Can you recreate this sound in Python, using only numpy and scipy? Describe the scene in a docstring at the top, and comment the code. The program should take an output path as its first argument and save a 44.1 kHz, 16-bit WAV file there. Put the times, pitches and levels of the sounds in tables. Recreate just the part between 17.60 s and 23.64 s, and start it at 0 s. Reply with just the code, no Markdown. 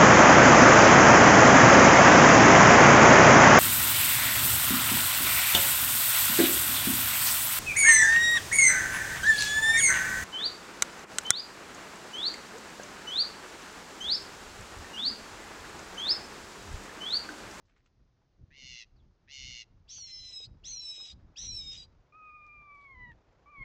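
"""Faint scuffs in dry litter and taps by a wooden coop, then a mockingbird sings across the yard.
Two rasps (a buzzing membrane chopped by flutter) lead to three squeals (both sides of the syrinx
at once, trilling, gliding down, breaking hoarse) and two sliding whistles. A far bird slurs one note.
Gusts buffet the microphone and dry plants rustle; the ground and the coop return short echoes."""
import sys
import numpy as np
from scipy import signal
from scipy.fft import rfft, irfft
from scipy.io import wavfile

SR = 44100
rng = np.random.default_rng(int(sys.argv[2]) if len(sys.argv) > 2 else 0)


def store_pcm(level_fs):
    """Save levels as 16-bit WAV."""
    pcm = np.round(np.clip(level_fs, -1, 1) * 32767).astype(np.int16)
    wavfile.write(sys.argv[1], SR, np.atleast_2d(pcm).T)


N = 266364
TIME_S = np.arange(N) / SR

# rasps: (start [s], length [s], pitch [Hz], scoop [s], sag [Hz/s], nominal level [dB], swell [s])
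RASPS = [(0.903, 0.3426, 748.6, .031, 205, -49.5, 0.069), (1.674, 0.3654, 735.5, .019, 90.1, -47, 0.031)]
# throat colour at a 715 Hz pitch, sliding with the pitch: (frequency [Hz], relative level [dB])
THROAT = [(1100, -43), (1450, -33.5), (2150, -1.5), (2850, 3.5), (3550, -4.5), (4250, -0.5), (5000, -3.5),
          (5750, -3.5), (6400, -3), (7100, -24.5), (7900, -42), (9500, -57.5)]

def rasp(start_s, length_s, pitch_hz, scoop_s, sag_hz_per_s, top_db, swell_s,
         flutter_hz=(143, 113), throat_pitch_hz=715, full_force_db=-51, hiss_db=-16):
    """A buzzing membrane, chopped into bursts by a slowing flutter."""
    t = np.arange(round(length_s * SR)) / SR
    scoop = .25 * np.exp(-t / scoop_s)
    droop = .077 * np.exp((t - length_s) / .012)
    hz = (pitch_hz - sag_hz_per_s * t) * (1 - scoop - droop)
    db = top_db - 16.5 * np.exp(-t / swell_s)
    flutter = phase(np.linspace(*flutter_hz, len(t)) * (1 + .006 * wander(68, len(t))))
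    opening = .5 - .5 * np.cos(flutter)
    arch = .027 * (opening - .8)  # pressure lifts the pitch mid-burst
    turn = phase(hz * (1 + arch + .009 * wander(240, len(t)) + .007 * wander(30, len(t))))
    tilt_db = .46 * np.minimum(db - full_force_db, 0)  # duller while gathering force
    buzz = 0
    for k in range(2, 13):
        partial_db = read(THROAT, k * throat_pitch_hz) + tilt_db * 2 * np.sqrt(max(k - 3, 0))
        gain = amp(partial_db + .6 * wander(90, len(t)))
        throat_lag = np.pi * k * k / 10
        smear = .125 * (k - 2) * wander(320, len(t))
        buzz += gain * np.cos(k * turn + throat_lag + smear)
    voice = unit(buzz) + amp(hiss_db + tilt_db) * noise(THROAT, len(t))
    bursts = unit(voice * (.03 + opening ** 1.25))
    return start_s, amp(db - tilt_db) * gate(t, attack_s=.0064, release_s=.027) * bursts


# squeals: (start [s], length [s], attack [s], upper voice [dB], lower voice [dB],
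# lower voice change in trill [dB], tiring at end [dB], nominal hoarseness at end [dB])
SQUEALS = [(2.272, 0.6006, .05, -47.5, -51.5, -6.5, 4, -63), (3.031, 0.51, 0.04, -43, -47.5, -4.5, -8, -57),
           (3.754, 0.508, 0.037, -42.5, -46.5, -3.5, -14.5, -61.5)]
# opening trill per squeal: (rate [Hz], depth [share of pitch], length [s])
TRILLS = [(97, .06, .115), (88, .03, .095), (94, .045, .125)]
# pitch glide per squeal: (time [s], upper voice [Hz], lower voice [Hz])
GLIDES = [
    [(2.325, 6410, 4525), (2.369, 6240, 4561), (2.393, 5894, 4505), (2.407, 5780, 4382),
     (2.493, 5324, 4125), (2.707, 5172, 4007), (2.797, 5098, 3824), (2.84, 4993, 3814)],
    [(3.09, 6340, 4194), (3.094, 6386, 4275), (3.18, 5573, 4102), (3.262, 5334, 3924), (3.402, 5147, 3805),
     (3.478, 5090, 3930), (3.5, 4920, 3730)],
    [(3.815, 6100, 3927), (3.827, 5963, 4098), (3.961, 5385, 3993), (4.001, 5255, 3806),
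     (4.087, 5134, 3704), (4.173, 5063, 3751), (4.181, 4940, 3927), (4.235, 4760, 3830)],
]

def squeal(row, glide, trill, trill_fade_s=.044, flick_s=.026, shimmer=.18):
    """Both sides of the syrinx sound at once, trilling together, then gliding down."""
    start_s, length_s, attack_s = row[:3]
    rate_hz, depth, trill_s = trill
    t = start_s + np.arange(round(length_s * SR)) / SR
    trilling = np.clip((trill_s - (t - start_s)) / trill_fade_s + .5, 0, 1)
    flick = np.clip(1 - (t[-1] - t) / flick_s, 0, 1)
    upper_gain, lower_gain, hoarse_gain = squeal_levels(t, row, trilling, flick)
    upper_on = gate(t, attack_s, release_s=.031)
    beat = phase(rate_hz * (1 + .078 * wander(37, len(t))))
    bend = 1 + depth * trilling * (np.sin(beat) + .47 * np.cos(2 * beat))
    jitter = .0025 + .011 * trilling
    upper, lower = (phase(hz * bend * (1 + jitter * wander(340, len(t))))
                    for hz in squeal_pitches(t, glide, attack_s, flick))
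    blur = np.minimum(1.36 * hoarse_gain / lower_gain, 2)
    voices = upper_gain * upper_on * np.sin(upper), lower_gain * lower_voice(t, upper, lower, blur)
    tones = sum(voice * (1 + shimmer * wander(100, len(t))) for voice in voices)
    hoarse = hoarse_gain * upper_on * hoarseness(len(t), blur, trilling)
    return start_s, (np.sqrt(2) * tones + hoarse) * gate(t, .46 * attack_s, release_s=.027)


def squeal_pitches(t, glide, attack_s, flick, scoop=.53):
    """Both voices scoop into the glide; at the end the lower flicks up to the upper."""
    s, upper_hz, lower_hz = np.transpose(glide)
    upper_hz = np.interp(t, s, upper_hz) * (1 - scoop * np.exp((t[0] - t) / (.45 * attack_s)))
    lower_hz = np.interp(t, s, lower_hz) * (1 - scoop * np.exp((t[0] - t) / (.38 * attack_s)))
    return upper_hz, lower_hz + (upper_hz - lower_hz) * flick


# voice breaks: (centre [s], length [s], upper voice dip [dB], nominal hoarseness [dB])
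BREAKS = [(2.495, 0.047, -9, -58.5), (2.658, .06, -8.5, -65), (2.722, 0.018, -10, -60),
          (2.824, 0.038, -6.5, -71), (2.857, 0.016, -1.5, -52.5), (3.231, 0.043, -4, -67.5),
          (3.355, 0.042, -9, -58.5), (3.457, 0.045, -8, -56.5), (3.5, 0.023, -8, -59),
          (4.046, 0.04, -12, -66), (4.147, 0.059, -5.5, -53.5), (4.205, .03, -4.5, -72)]

def squeal_levels(t, row, trilling, flick, trill_upper_db=-1, flick_db=-8.5):
    """Gains of both voices and of the hoarseness, strong in the trill and the breaks."""
    upper_db, lower_db, trill_lower_db, tiring_db, late_hoarse_db = row[3:]
    progress = np.linspace(0, 1, len(t))
    tired_db = tiring_db * progress ** 5.1
    dips_db = sum(db * bump(t, s, length_s) for s, length_s, db, _ in BREAKS)
    upper = amp(upper_db + tired_db + dips_db + trill_upper_db * trilling)
    lower = amp(lower_db + tired_db + trill_lower_db * trilling + flick_db * flick)
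    hoarse = amp(np.linspace(-69, late_hoarse_db, len(t))) + amp(-59) * trilling
    breaks = sum(amp(db) * bump(t, s, length_s) for s, length_s, _, db in BREAKS)
    return upper, lower, np.hypot(hoarse, breaks)


# side tones: (upper voice multiple [1], lower voice multiple [1])
SIDE_TONES = [(-1, 2), (2, -2), (2, -1), (-1, 3)]
# per side tone: (level re lower voice [dB])
SIDE_TONES_DB = [-20.5, -26.5, -24.5, -20.5]

def lower_voice(t, upper, lower, blur, octave_db=-18, doubling_db=-9.5):
    """The lower tone, its octave, and side tones made as the voices modulate each other."""
    sides = sum(amp(db) * np.sin(m * upper + n * lower + blur * wander(500, len(t)))
                for (m, n), db in zip(SIDE_TONES, SIDE_TONES_DB))
    octave = amp(octave_db) * np.sin(2 * lower + blur * wander(390, len(t)))
    # period doubling, first squeal only
    doubling = amp(doubling_db) * bump(t, centre_s=2.575, length_s=.28)
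    halves = .4 * np.sin(lower / 2) + np.sin(1.5 * lower) + .47 * np.sin(upper - lower / 2)
    return np.sin(lower) + sides + octave + doubling * halves


# hoarse hiss spectrum: (frequency [Hz], relative density [dB])
HOARSE = [(900, -46), (1800, -15), (2700, 0.5), (3400, 7), (4000, -6), (4550, -12), (5600, 6), (7000, -2.5),
          (8000, -25), (9500, -37)]

def hoarseness(size, blur, trilling, fray_hz=3400, fray_db=-1.5, hiss_db=-2):
    """Hiss, plus a chaotic band just beneath the lower voice as it frays."""
    fray_gain = amp(fray_db) * np.minimum(blur, 1) * (1 - trilling)
    fray = fray_gain * np.sin(phase(fray_hz * (1 + .18 * wander(500, size))))
    hiss = amp(hiss_db) * noise(HOARSE, size)
    return (fray + hiss) * (1 + .32 * wander(120, size))


# contour per whistle: (time [s], pitch [Hz], fundamental [dB], octave [dB])
WHISTLES = [
    [(4.522, 1203, -64, -62.5), (4.532, 1220, -61.5, -66.5), (4.572, 1262, -56, -64.5),
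     (4.724, 1227, -57, -56), (5.02, 1185, -55.5, -58.5), (5.242, 1128, -59.5, -56),
     (5.338, 1057, -64.5, -56), (5.356, 1002, -64.5, -57.5), (5.438, 990, -66.5, -51),
     (5.508, 948, -61.5, -55.5), (5.522, 873, -71, -56.5)],
    [(5.858, 1140, -59, -70), (5.874, 1145, -60.5, -66.5), (5.902, 1203, -55.5, -69),
     (5.94, 1170, -57.5, -59), (5.98, 1107, -55.5, -52.5), (6.036, 1066, -63.5, -43)],
]

def whistle(rows, jitter=.005, shimmer=.019, brightening_db_per_hz=.0376):
    """One clean, wavering voice; its octave takes over and overtones rise as the pitch sinks."""
    t, hz, fundamental_db, octave_db = curves(rows)
    turn = phase(hz * (1 + jitter * wander(45, len(t))))
    overtone_db = octave_db + brightening_db_per_hz * (hz.max() - hz)
    levels_db = fundamental_db, octave_db, overtone_db - 35, overtone_db - 39
    partials = sum(amp(db) * np.sin(k * turn) for k, db in enumerate(levels_db, 1))
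    envelope = (1 + shimmer * wander(40, len(t))) * gate(t, attack_s=.0028, release_s=.0023)
    return t[0], np.sqrt(2) * partials * envelope


def voice_crack(start_s=5.517):
    """The voice cracks with a click as the long whistle stops."""
    return start_s, tap(db=-55, hz=1900)


# taps on wood: (start [s], level before trim [dB], ring [Hz])
TAPS = [(0.164, -58, 1300), (0.261, -79, 1580), (0.344, -75, 409), (0.618, -62.5, 910), (0.981, -53, 440),
        (2.381, -49.5, 916), (2.705, -53.5, 423), (2.802, -51.5, 522), (3.381, -49.5, 400),
        (3.401, -48, 850), (3.424, -49.5, 424)]

def tap(db, hz, t60_s=.033, band_ratio=1.59, trim_db=-8):
    """A short, well damped click around one frequency."""
    t = np.arange(SR // 10) / SR
    spectrum = [(hz / 4, -25), (hz / band_ratio, -6), (hz, 0), (hz * band_ratio, -9), (hz * 7, -35)]
    return amp(db + trim_db - 60 * t / t60_s) * noise(spectrum, len(t))


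# scuffs: (start [s], level [dB], half the length of the scuff [s], centre [Hz])
SCUFFS = [(0.05, -82.5, 0.075, 5500), (0.076, -76.5, 0.081, 2200), (0.157, -76, 0.061, 2300),
          (0.166, -82, 0.027, 5800), (0.241, -82.5, .04, 5900), (0.259, -70, 0.015, 2800),
          (4.863, -76.5, 0.013, 5670), (5.139, -81, 0.056, 5870), (5.192, -79.5, 0.091, 4190)]

def scuff(db, half_length_s, hz):
    """Dry litter scuffed: a grainy burst that swells quickly and dies away."""
    size = int(2 * half_length_s * SR) + 8
    age = np.linspace(0, 8, size)
    spectrum = [(hz / 6, -25), (hz / 2, -5), (hz, 0), (hz * 1.32, -9), (hz * 4, -28)]
    grains = noise(spectrum, size) * amp(7 * wander(370, size))
    return amp(db) * unit(grains) * age * np.exp(1 - age)


# far bird's note: (time [s], pitch [Hz], level [dB])
FAR_NOTE = [(1.355, 5040, -96), (1.367, 4650, -81), (1.38, 4000, -82.5), (1.403, 3490, -79),
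            (1.43, 3100, -91)]

def far_bird():
    """A faint, broken downward slur, blurred by distance."""
    t, hz, db = curves(FAR_NOTE)
    gain = amp(db + 3.5 * wander(80, len(t)))
    return t[0], gain * np.sin(phase(hz * (1 + .049 * wander(1100, len(t)))))


# gusts: (centre [s], length [s], level [dB])
GUSTS = [(0.409, 0.066, -62.5), (0.824, 0.063, -54), (0.909, 0.061, -60), (1.044, 0.045, -53.5),
         (1.122, 0.06, -57.5), (1.42, 0.2, -60), (1.873, 0.17, -55), (2.149, 0.15, -62.5),
         (2.42, 0.34, -65.5), (2.626, 0.1, -63), (2.908, 0.1, -51.5), (3.085, 0.2, -58),
         (3.554, 0.072, -51.5), (3.669, 0.1, -53.5), (3.882, 0.14, -51.5), (4.032, 0.17, -57),
         (4.2, 0.39, -60.5), (4.982, .12, -64.5), (5.448, 0.22, -54.5), (6.006, 0.046, -51)]
# buffeting spectrum: (frequency [Hz], relative density [dB])
BUFFET = [(15, -32), (25, 2), (102, -2), (407, -24.5), (438, -28), (472, -27.5), (533, -31), (900, -47.5),
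          (1170, -56.5), (1980, -120)]

def wind(lull_db=-69, lumps_db=1.16):
    """Gusts buffet the microphone, with light, lumpy wind between."""
    gusts = sum(amp(db) * bump(TIME_S, s, length_s) for s, length_s, db in GUSTS)
    lull = amp(lull_db + lumps_db * wander(2.7, N))
    return np.hypot(gusts, lull) * noise(BUFFET, N)


# rustle in the rising breeze: (time [s], level before trim [dB])
BREEZE = [(0.0, -84), (0.1, -86), (2.89, -78.5), (3.6, -74.5), (4.74, -76), (6.04, -72.5)]
# rustle spectrum: (frequency [Hz], relative density [dB])
RUSTLE = [(100, -6), (400, 2.5), (800, 0.5), (1300, -4), (2000, -10), (4000, -20), (7000, -25.5),
          (9500, -56)]

def plants(trim_db=2.5, patchy_db=1.84):
    """Dry plants rustle as the breeze picks up."""
    db = np.interp(TIME_S, *np.transpose(BREEZE)) + trim_db
    return amp(db + patchy_db * wander(35, N)) * noise(RUSTLE, N)


# still air spectrum: (frequency [Hz], relative density [dB])
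AIR = [(100, -5.5), (300, 5.5), (800, -11), (1500, -8.5), (2500, -12.5), (5000, -10), (6500, -14.5),
       (7500, -30.5), (9000, -41.5)]

def air(db=-82.5):
    """A steady wash of air."""
    return amp(db) * noise(AIR, N)


# echoes off ground and coop: (delay [s], level [dB])
ECHOES = [(.0063, -38), (.0072, -25), (0.0121, -9)]

def yard(x, slats_db=-18, slats_t60_s=.032, tail_db=-28, tail_t60_s=.41, echoes_per_s=2000):
    """Distinct echoes, quick scatter from the slats and a faint open-air tail."""
    t = np.arange(SR // 2) / SR
    response = sum(amp(db) * np.sinc((t - s) * SR) for s, db in ECHOES)
    for db, t60_s in ((slats_db, slats_t60_s), (tail_db, tail_t60_s)):
        signs = rng.choice([-1, 1], len(t))
        arrivals = (rng.random(len(t)) < echoes_per_s / SR) * (t > .002)
        scatter = signs * arrivals * amp(-60 * t / t60_s)
        response += amp(db) * scatter / np.linalg.norm(scatter)
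    return x + signal.fftconvolve(x, response)[:N]


def amp(db):
    """Decibels to gain."""
    return 10 ** (np.asarray(db) / 20)


def unit(x):
    """Scales to rms 1."""
    return x / np.sqrt(np.mean(x ** 2) + 1e-20)


def read(spectrum, hz):
    """A spectrum's dB at any frequency."""
    points_hz, db = np.transpose(spectrum)
    return np.interp(np.log(hz + 1), np.log(points_hz + 1), db)


def curves(rows):
    """The sample times a table spans, then each column at those times."""
    s, *columns = np.transpose(rows)
    t = np.arange(round(s[0] * SR), round(s[-1] * SR)) / SR
    return [t] + [np.interp(t, s, column) for column in columns]


def add(mix, start_s, sound):
    """Mixes a sound in."""
    part = mix[max(round(start_s * SR), 0):][:len(sound)]
    part += sound[:len(part)]


def noise(spectrum, size):
    """Shaped noise of rms 1."""
    gain = amp(read(spectrum, np.fft.rfftfreq(size, 1 / SR)))
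    return unit(irfft(rfft(rng.standard_normal(size)) * gain, size))


def wander(hz, size):
    """Random motion of rms 1, mostly slower than hz."""
    rolloff = 1 + (np.fft.rfftfreq(size, 1 / SR) / hz) ** 2
    return unit(irfft(rfft(rng.standard_normal(size)) / rolloff, size))


def phase(hz):
    """Running phase of a frequency curve."""
    return 2 * np.pi * np.cumsum(hz) / SR


def gate(t, attack_s, release_s):
    """Fades in, holds, fades out."""
    ramp = np.minimum((t - t[0]) / attack_s, (t[-1] - t) / release_s)
    return np.sin(np.pi / 2 * np.clip(ramp, 0, 1)) ** 2


def bump(t, centre_s, length_s):
    """A flat-topped swell of height 1, length_s wide at half height."""
    return .5 ** (abs(2 * (t - centre_s) / length_s) ** 3)


def lowpass(x, hz):
    """A steep low-pass."""
    return signal.oaconvolve(x, signal.firwin(511, hz, window=("kaiser", 9), fs=SR)[None], "same")


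def scene():
    """Song, taps and scuffs echo in the yard, over wind, plants and air."""
    mix = np.zeros(N)
    for row in RASPS:
        add(mix, *rasp(*row))
    for row, glide, trill in zip(SQUEALS, GLIDES, TRILLS):
        add(mix, *squeal(row, glide, trill))
    for rows in WHISTLES:
        add(mix, *whistle(rows))
    add(mix, *voice_crack())
    add(mix, *far_bird())
    for start_s, db, hz in TAPS:
        add(mix, start_s, tap(db, hz))
    for start_s, db, half_length_s, hz in SCUFFS:
        add(mix, start_s, scuff(db, half_length_s, hz))
    return (yard(mix) + wind() + plants() + air())[None]


def record(dry, converter_hz=16000, mirror_from_hz=7100, mirror_db=-7, edge_hz=8950):
    """A narrow-band converter mirrors a little top treble upward; a band limit follows."""
    fold_hz = converter_hz / 2
    band = lowpass(dry, fold_hz)
    hz = np.fft.rfftfreq(N, 1 / SR)
    fade = np.clip((hz - mirror_from_hz) / (fold_hz - mirror_from_hz), 0, 1)
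    treble = irfft(rfft(band) * fade, N)
    mirrored = amp(mirror_db) * treble * 2 * np.cos(2 * np.pi * converter_hz * TIME_S)
    return lowpass(band + mirrored, edge_hz)


dry = scene()
out = record(dry)
store_pcm(out)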